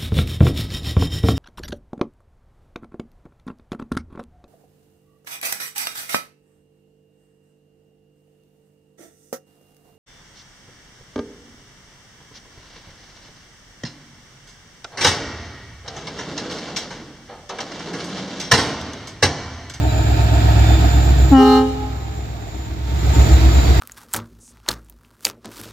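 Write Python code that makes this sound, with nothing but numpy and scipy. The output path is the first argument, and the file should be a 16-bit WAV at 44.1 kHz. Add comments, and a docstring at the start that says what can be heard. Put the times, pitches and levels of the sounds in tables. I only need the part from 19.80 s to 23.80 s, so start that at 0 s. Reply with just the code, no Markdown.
"""Passing diesel locomotive with horn.

A diesel rolls past close by, its exhaust throbbing once per crankshaft turn over machinery
roar, gear tones and a high turbocharger whine. One short blast on two air horns echoes off
nearby buildings; a limiter ducks everything, holds, then recovers."""
import sys
import numpy as np
from scipy import signal
from scipy.fft import rfft, irfft
from scipy.io import wavfile
from scipy.ndimage import uniform_filter1d, minimum_filter1d

SR = 44100
rng = np.random.default_rng(int(sys.argv[2]) if len(sys.argv) > 2 else 0)


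def master(y):
    """Save y as 16-bit WAV."""
    cut = np.clip(np.atleast_2d(y).T, -1, 1)
    pcm = np.round(cut * 32767)  # scale
    wavfile.write(sys.argv[1], SR, pcm.astype(np.int16))


N = 176400
T = np.arange(N) / SR
HZ = np.fft.rfftfreq(N, 1 / SR)
SHAFT_HZ = 8.075
SHAFT_PHASE = 2 * np.pi * SHAFT_HZ * T
LEFT_LEAD_S, BAND_LIMIT_HZ = 0.0004605, 15800
# Likeness of the two ears: freq_hz, coherence
EAR_COHERENCE = [(60, 0.8), (150, 1), (300, 1), (650, 0.26), (1400, 0.45), (4000, 0.07), (15000, 0)]


def amp(db):
    """Decibels to gain."""
    return 10 ** (np.asarray(db) / 20)


def curve(rows, column=1):
    """Table column over time."""
    rows = np.array(rows)
    return np.interp(T, rows[:, 0], rows[:, column])


def spectrum(rows, hz, column=1):
    """Table column over log frequency."""
    rows = np.array(rows)
    return np.interp(np.log(hz + 1), np.log(rows[:, 0] + 1), rows[:, column])


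def drift(rate_hz):
    """Smooth random motion, unit rms, rolling off at rate_hz."""
    x = irfft(rfft(rng.standard_normal(N)) * np.exp(-(HZ / rate_hz) ** 2 / 2), N)
    return x / x.std()


def right_ear(left, independent, hz):
    """Right-ear signal, partly coherent with the left."""
    coherence = np.clip(spectrum(EAR_COHERENCE, hz), 0, 1)
    return coherence * left + np.sqrt(1 - coherence ** 2) * independent


def stereo_noise(rows, column=1):
    """Noise with the given spectrum, reaching the left ear first."""
    # Ear balance: freq_hz, left_minus_right_db
    balance = [(60, 1), (150, -0.5), (600, 1.5), (1200, -4), (2200, -5), (3300, -7.5), (4300, -3),
               (5500, -4), (6500, 5.5), (7900, 13.5), (9500, 6.5), (11500, 0), (14000, -3)]
    left, independent = rfft(rng.standard_normal((2, N)))
    right = right_ear(left, independent, HZ) * np.exp(-2j * np.pi * HZ * LEFT_LEAD_S)
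    tilt = amp(spectrum(balance, HZ) / 2)
    ears = np.array([left * tilt, right / tilt])
    return irfft(ears * amp(spectrum(rows, HZ, column)), N) * np.sqrt(SR / 2)


def machinery_roar(approach_until_s=0.88, alongside_s=3.01, flutter_db=0.63, swell_db=0.25):
    """Fans, gears and wheels: broad noise that fills out as the body comes alongside."""
    # Roar spectra: freq_hz, approaching_db, alongside_db
    bands = [(20, -72, -70), (34.6, -58.5, -61), (60, -67, -32), (130, -49, -48), (222, -58.5, -52),
             (345, -65, -51), (540, -64.5, -59.5), (810, -61.5, -60), (1166, -69, -61), (1230, -61.5, -61),
             (1870, -65, -64), (2060, -73, -63.5), (2330, -65, -64.5), (2950, -71.5, -70),
             (3670, -70, -65.5), (4870, -72, -70.5), (6200, -81, -72.5), (6960, -77.5, -76.5),
             (9340, -96, -89.5), (10750, -96.5, -87.5), (12900, -87.5, -85), (14400, -78, -73),
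             (15100, -100, -91)]
    # Roar envelope: time_s, gain_db
    envelope = [(0, -3.5), (.45, 0.5), (.9, 3), (1.45, -3), (2, 3), (2.6, 0.5), (3.1, 2), (3.5, 0.5),
                (4, 2)]
    near = np.clip((T - approach_until_s) / (alongside_s - approach_until_s), 0, 1)
    wash = stereo_noise(bands) * np.sqrt(1 - near) + stereo_noise(bands, column=2) * np.sqrt(near)
    return wash * amp(curve(envelope) + flutter_db * drift(60) + swell_db * drift(3.6))


def engine_tones(pass_s=0.5):
    """Wavering gear and blower tones, and a whine line an octave below the whistle, each loudest as its opening
    faces the listener."""
    # Gear and blower tones, plus 3567 Hz at half the whistle's pitch: pitch_hz
    pitches = [307, 322, 636, 704, 907, 1270, 3567, 3918, 4578]
    # Shape of each tone: width_hz, base_db, peak_db, peak_s
    shapes = [(3.02, -45, -31.5, 0.78), (3, -37.5, -29, 3.57), (20, -42, -34, .15), (20.2, -45, -33, 0.64),
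              (20.1, -40, -33, 3), (25, -50.5, -40, 3.5), (12, -54.5, -36.5, 0.9), (24.8, -46.5, -40, 3.8),
              (16, -55, -39.5, 3.96)]
    out = np.zeros((2, N))
    for hz, (width_hz, base_db, peak_db, peak_s) in zip(pitches, shapes):
        facing = np.exp(-((T - peak_s) / pass_s) ** 2)
        gain = amp(base_db + (peak_db - base_db) * facing)
        phase = 2 * np.pi * hz * T
        left, independent = [drift(width_hz / 2) * np.cos(phase) + drift(width_hz / 2) * np.sin(phase)
                             for _ in range(2)]
        out += gain * np.array([left, right_ear(left, independent, hz)])
    return out


def turbo_whine(pitch_hz=7125, spread_hz=120, flicker_db=1.9, swell_db=2.2):
    """The turbocharger's unsteady whistle and its octave."""
    # Whistle envelope: time_s, left_db, right_db
    envelope = [(0, -39.5, -44), (.35, -32.5, -44), (.65, -36.5, -41), (.95, -32.5, -38.5),
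                (1.45, -37, -32.5), (2, -36, -33), (2.45, -30, -33), (2.8, -28.5, -43), (3.15, -35.5, -33),
                (3.4, -25.5, -33), (3.6, -33, -37), (4, -28.5, -36)]
    ears = []
    for column, octave_db in [(1, -20.5), (2, -11.5)]:
        phase = 2 * np.pi * np.cumsum(pitch_hz + spread_hz * drift(600)) / SR
        octave = amp(octave_db + flicker_db * drift(200)) * np.sin(2 * phase)
        level_db = curve(envelope, column) + flicker_db * drift(130) + swell_db * drift(9.5)
        ears.append((np.sin(phase) + octave) * amp(level_db))
    return np.array(ears)


def exhaust_puffs(firings_per_turn=8, firing_db=3, throb_db=2.6, uneven_db=1.1):
    """Gas noise bursts with each uneven firing, strongest once a turn."""
    # Gas noise spectrum: freq_hz, level_db
    bands = [(150, -78), (300, -46.5), (480, -65.5), (700, -45), (900, -56.5), (1100, -76), (3000, -90)]
    # Puff envelope: time_s, gain_db
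    envelope = [(0, -6.5), (.7, -2.5), (1.45, -6), (2.6, -4.5), (4, -3.5)]
    firing = np.cos(firings_per_turn * SHAFT_PHASE - 2 * np.pi * 0.6)
    throb = np.cos(SHAFT_PHASE - 2 * np.pi * 0.48)
    pulses = amp(firing_db * firing + throb_db * throb + uneven_db * drift(35))
    pulses /= np.sqrt(np.mean(pulses ** 2))
    return stereo_noise(bands) * pulses * amp(curve(envelope))


def exhaust_booms(wander_db=0.43, bend_rad_per_neper=0.45, left_db=-0.6):
    """Strong shaft harmonics swell and bend once a turn, over a bed of weaker ones."""
    # Strong harmonics: shaft_order, throb_share, peak_turns
    booms = [(8, 0.78, 0.53), (13, 0.44, 0.29), (17, 0.68, 0.41), (19, 0.61, 0.4)]
    # Their envelopes: time_s, boom1_db, boom2_db, boom3_db, boom4_db
    envelopes = [(0, -21, -22.5, -44, -62), (.8, -13.5, -15, -29, -62), (1.4, -12.5, -26, -26.5, -50),
                 (2.1, -13, -16, -26.5, -51), (2.5, -14.5, -20.5, -26, -44), (2.75, -19.5, -23.5, -38, -33),
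                 (3.05, -11, -19, -33, -33.5), (3.45, -13, -18.5, -26, -28.5), (4, -11, -28, -56, -34)]
    # Throb at full share: time_s, depth_db
    throb = [(0, 4.4), (1.2, 4), (2.3, 2.2), (2.8, 6.5), (3.3, 7), (4, 6.2)]
    # Weak harmonics: freq_hz, level_db
    bed = [(32, -65), (42, -42.5), (64, -43), (88, -29), (98, -50.5), (120, -30), (145, -40.5), (180, -48),
           (250, -47.5), (310, -41), (360, -49.5), (460, -50.5), (560, -70)]
    out = np.zeros(N)
    for column, (order, share, peak_turns) in enumerate(booms, start=1):
        depth_db = share * curve(throb)
        throb_phase = SHAFT_PHASE - 2 * np.pi * peak_turns
        level_db = curve(envelopes, column) + depth_db * np.cos(throb_phase) + wander_db * drift(5.5)
        bend_rad = bend_rad_per_neper * np.log(amp(depth_db)) * np.sin(throb_phase)
        out += amp(level_db) * np.cos(order * SHAFT_PHASE + bend_rad)
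    for order in range(4, 70):
        gain = amp(spectrum(bed, order * SHAFT_HZ)) * (1 + 0.4 * drift(1.1))
        out += gain * np.cos(order * SHAFT_PHASE + 2 * np.pi * rng.random())
    delayed = np.interp(T - LEFT_LEAD_S, T, out)
    return np.sqrt(2) * np.array([out * amp(left_db), delayed / amp(left_db)])


def air_horn(pitch_hz, blast, timbre, settle_s=0.03, release_bend=0.01, waver=0.0013, rasp=0.006):
    """A diaphragm settles on pitch and brightens as pressure builds, dulls as it dies; air hisses."""
    start_s, close_s, offset_hz, rise_s, decay_s = blast
    on = (T > start_s) & (T < close_s + 1)
    age_s = T[on] - start_s
    build = 1 - np.exp(-age_s / rise_s)
    release = np.exp(-(np.maximum(T[on] - close_s, 0) / decay_s) ** 1.42)
    hz = pitch_hz + offset_hz * np.exp(-age_s / settle_s)
    hz *= 1 + release_bend * (1 - release) + waver * drift(25)[on] + rasp * drift(270)[on]
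    phase = 2 * np.pi * np.cumsum(hz) / SR
    hiss = signal.lfilter([0.3], [1, -0.7], rng.standard_normal((2, len(age_s))))
    sound = amp(-31) * build ** 4 * np.sqrt(release) * hiss
    for k in range(1, int(BAND_LIMIT_HZ / pitch_hz)):
        ear_gains = amp([[spectrum(timbre, k * pitch_hz, column)] for column in (1, 2)])
        envelope = (build * release) ** (1 + np.log(k) ** 2 / 2)  # upper harmonics rise late, die early
        sound += ear_gains * envelope * np.cos(k * phase - np.sqrt(k) * np.pi)
    out = np.zeros((2, N))
    out[:, on] = np.sqrt(2) * sound
    return out


def with_yard_echo(x, taps_per_s=1500, build_s=0.1, near_decay_s=0.02, near_highpass_hz=3400):
    """Close reflections off cab and ballast scatter the treble; buildings return a long echo."""
    # Building echo: freq_hz, t60_s, level_db
    bands = [(250, 1.5, -16.5), (460, 1.9, -11), (796, 2.9, -10), (1460, 1.5, -13), (3000, 0.92, -5),
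             (8000, 0.7, 1), (15000, .4, -5)]
    t = T[:SR]
    taps = rng.standard_normal((2, SR)) * (rng.random((2, SR)) < taps_per_s / SR)
    hz, frame_s, frames = signal.stft(taps, SR, nperseg=256)
    t60_s = spectrum(bands, hz)[:, None]
    level_db = spectrum(bands, hz, column=2)[:, None] - 60 * frame_s / t60_s
    frames *= amp(level_db) * np.sqrt(2 * np.log(1000) / t60_s)
    tail = signal.istft(frames, SR, nperseg=256)[1][:, :SR] / np.linalg.norm(taps[0])
    tail *= np.minimum(t / build_s, 1)
    near = rng.standard_normal((2, SR)) * np.exp(-t / near_decay_s)
    highpass = signal.butter(2, near_highpass_hz, "high", fs=SR, output="sos")
    near = amp(-1) * signal.sosfilt(highpass, near / np.linalg.norm(near[0]))
    return x + signal.fftconvolve(x, tail + near, axes=1)[:, :N]


def scene():
    """The engine with its two horns on the cab roof."""
    # Horn blasts, low then high: start_s, valve_close_s, start_offset_hz, rise_s, decay_s
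    blasts = [(1.511, 1.775, 25, 0.032, 0.11), (1.574, 1.753, -16, 0.044, 0.093)]
    # Low horn spectrum: freq_hz, left_db, right_db
    low_timbre = [(251, 4, 3), (533, -15, -24.5), (786, -7, -5.5), (1030, -10.5, -56), (1270, -9.5, -16),
                  (1460, -18.5, -33), (1860, -20.5, -25), (2000, -28, -58), (2358, -29, -40),
                  (2710, -48, -32), (2928, -20, -13), (3100, -29, -27), (3400, -31.5, -40),
                  (3660, -30, -40), (3880, -35.5, -33.5), (4580, -29, -43), (5420, -39, -35),
                  (6600, -49, -35), (8140, -38.5, -67), (9500, -58, -63), (12500, -52, -43),
                  (15400, -70, -47)]
    # High horn spectrum: freq_hz, left_db, right_db
    high_timbre = [(407, -2, 1.5), (830, -6, -5), (1263, -9.5, -11.5), (1630, -46, -20), (2500, -52, -40),
                   (4060, -62, -17), (6940, -62, -56), (10000, -43, -61), (13000, -56, -50),
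                   (15500, -56, -60)]
    low_horn = air_horn(pitch_hz=261.5, blast=blasts[0], timbre=low_timbre)
    high_horn = air_horn(pitch_hz=417.3, blast=blasts[1], timbre=high_timbre)
    engine = exhaust_booms() + exhaust_puffs() + machinery_roar() + turbo_whine() + engine_tones()
    return engine + with_yard_echo(low_horn + high_horn)


def record(dry, ceiling_db=0.5, hold_s=1.271, recover_db_per_s=38.5):
    """A peak limiter ducks at once, holds, then recovers; a low-pass follows."""
    over_db = np.maximum(20 * np.log10(abs(dry).max(0) + 1e-9) - ceiling_db, 0)
    half_hold = int(hold_s * SR / 2)
    held_db = -minimum_filter1d(-over_db, 2 * half_hold + 1, origin=half_hold, mode="constant")
    ramp_db = T * recover_db_per_s
    duck_db = uniform_filter1d(np.maximum.accumulate(held_db + ramp_db) - ramp_db, size=200)
    lowpass = signal.firwin(511, BAND_LIMIT_HZ, window=("kaiser", 9), fs=SR)
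    return signal.oaconvolve(dry / amp(duck_db), lowpass[None], "same")


dry = scene()
out = record(dry)
master(out)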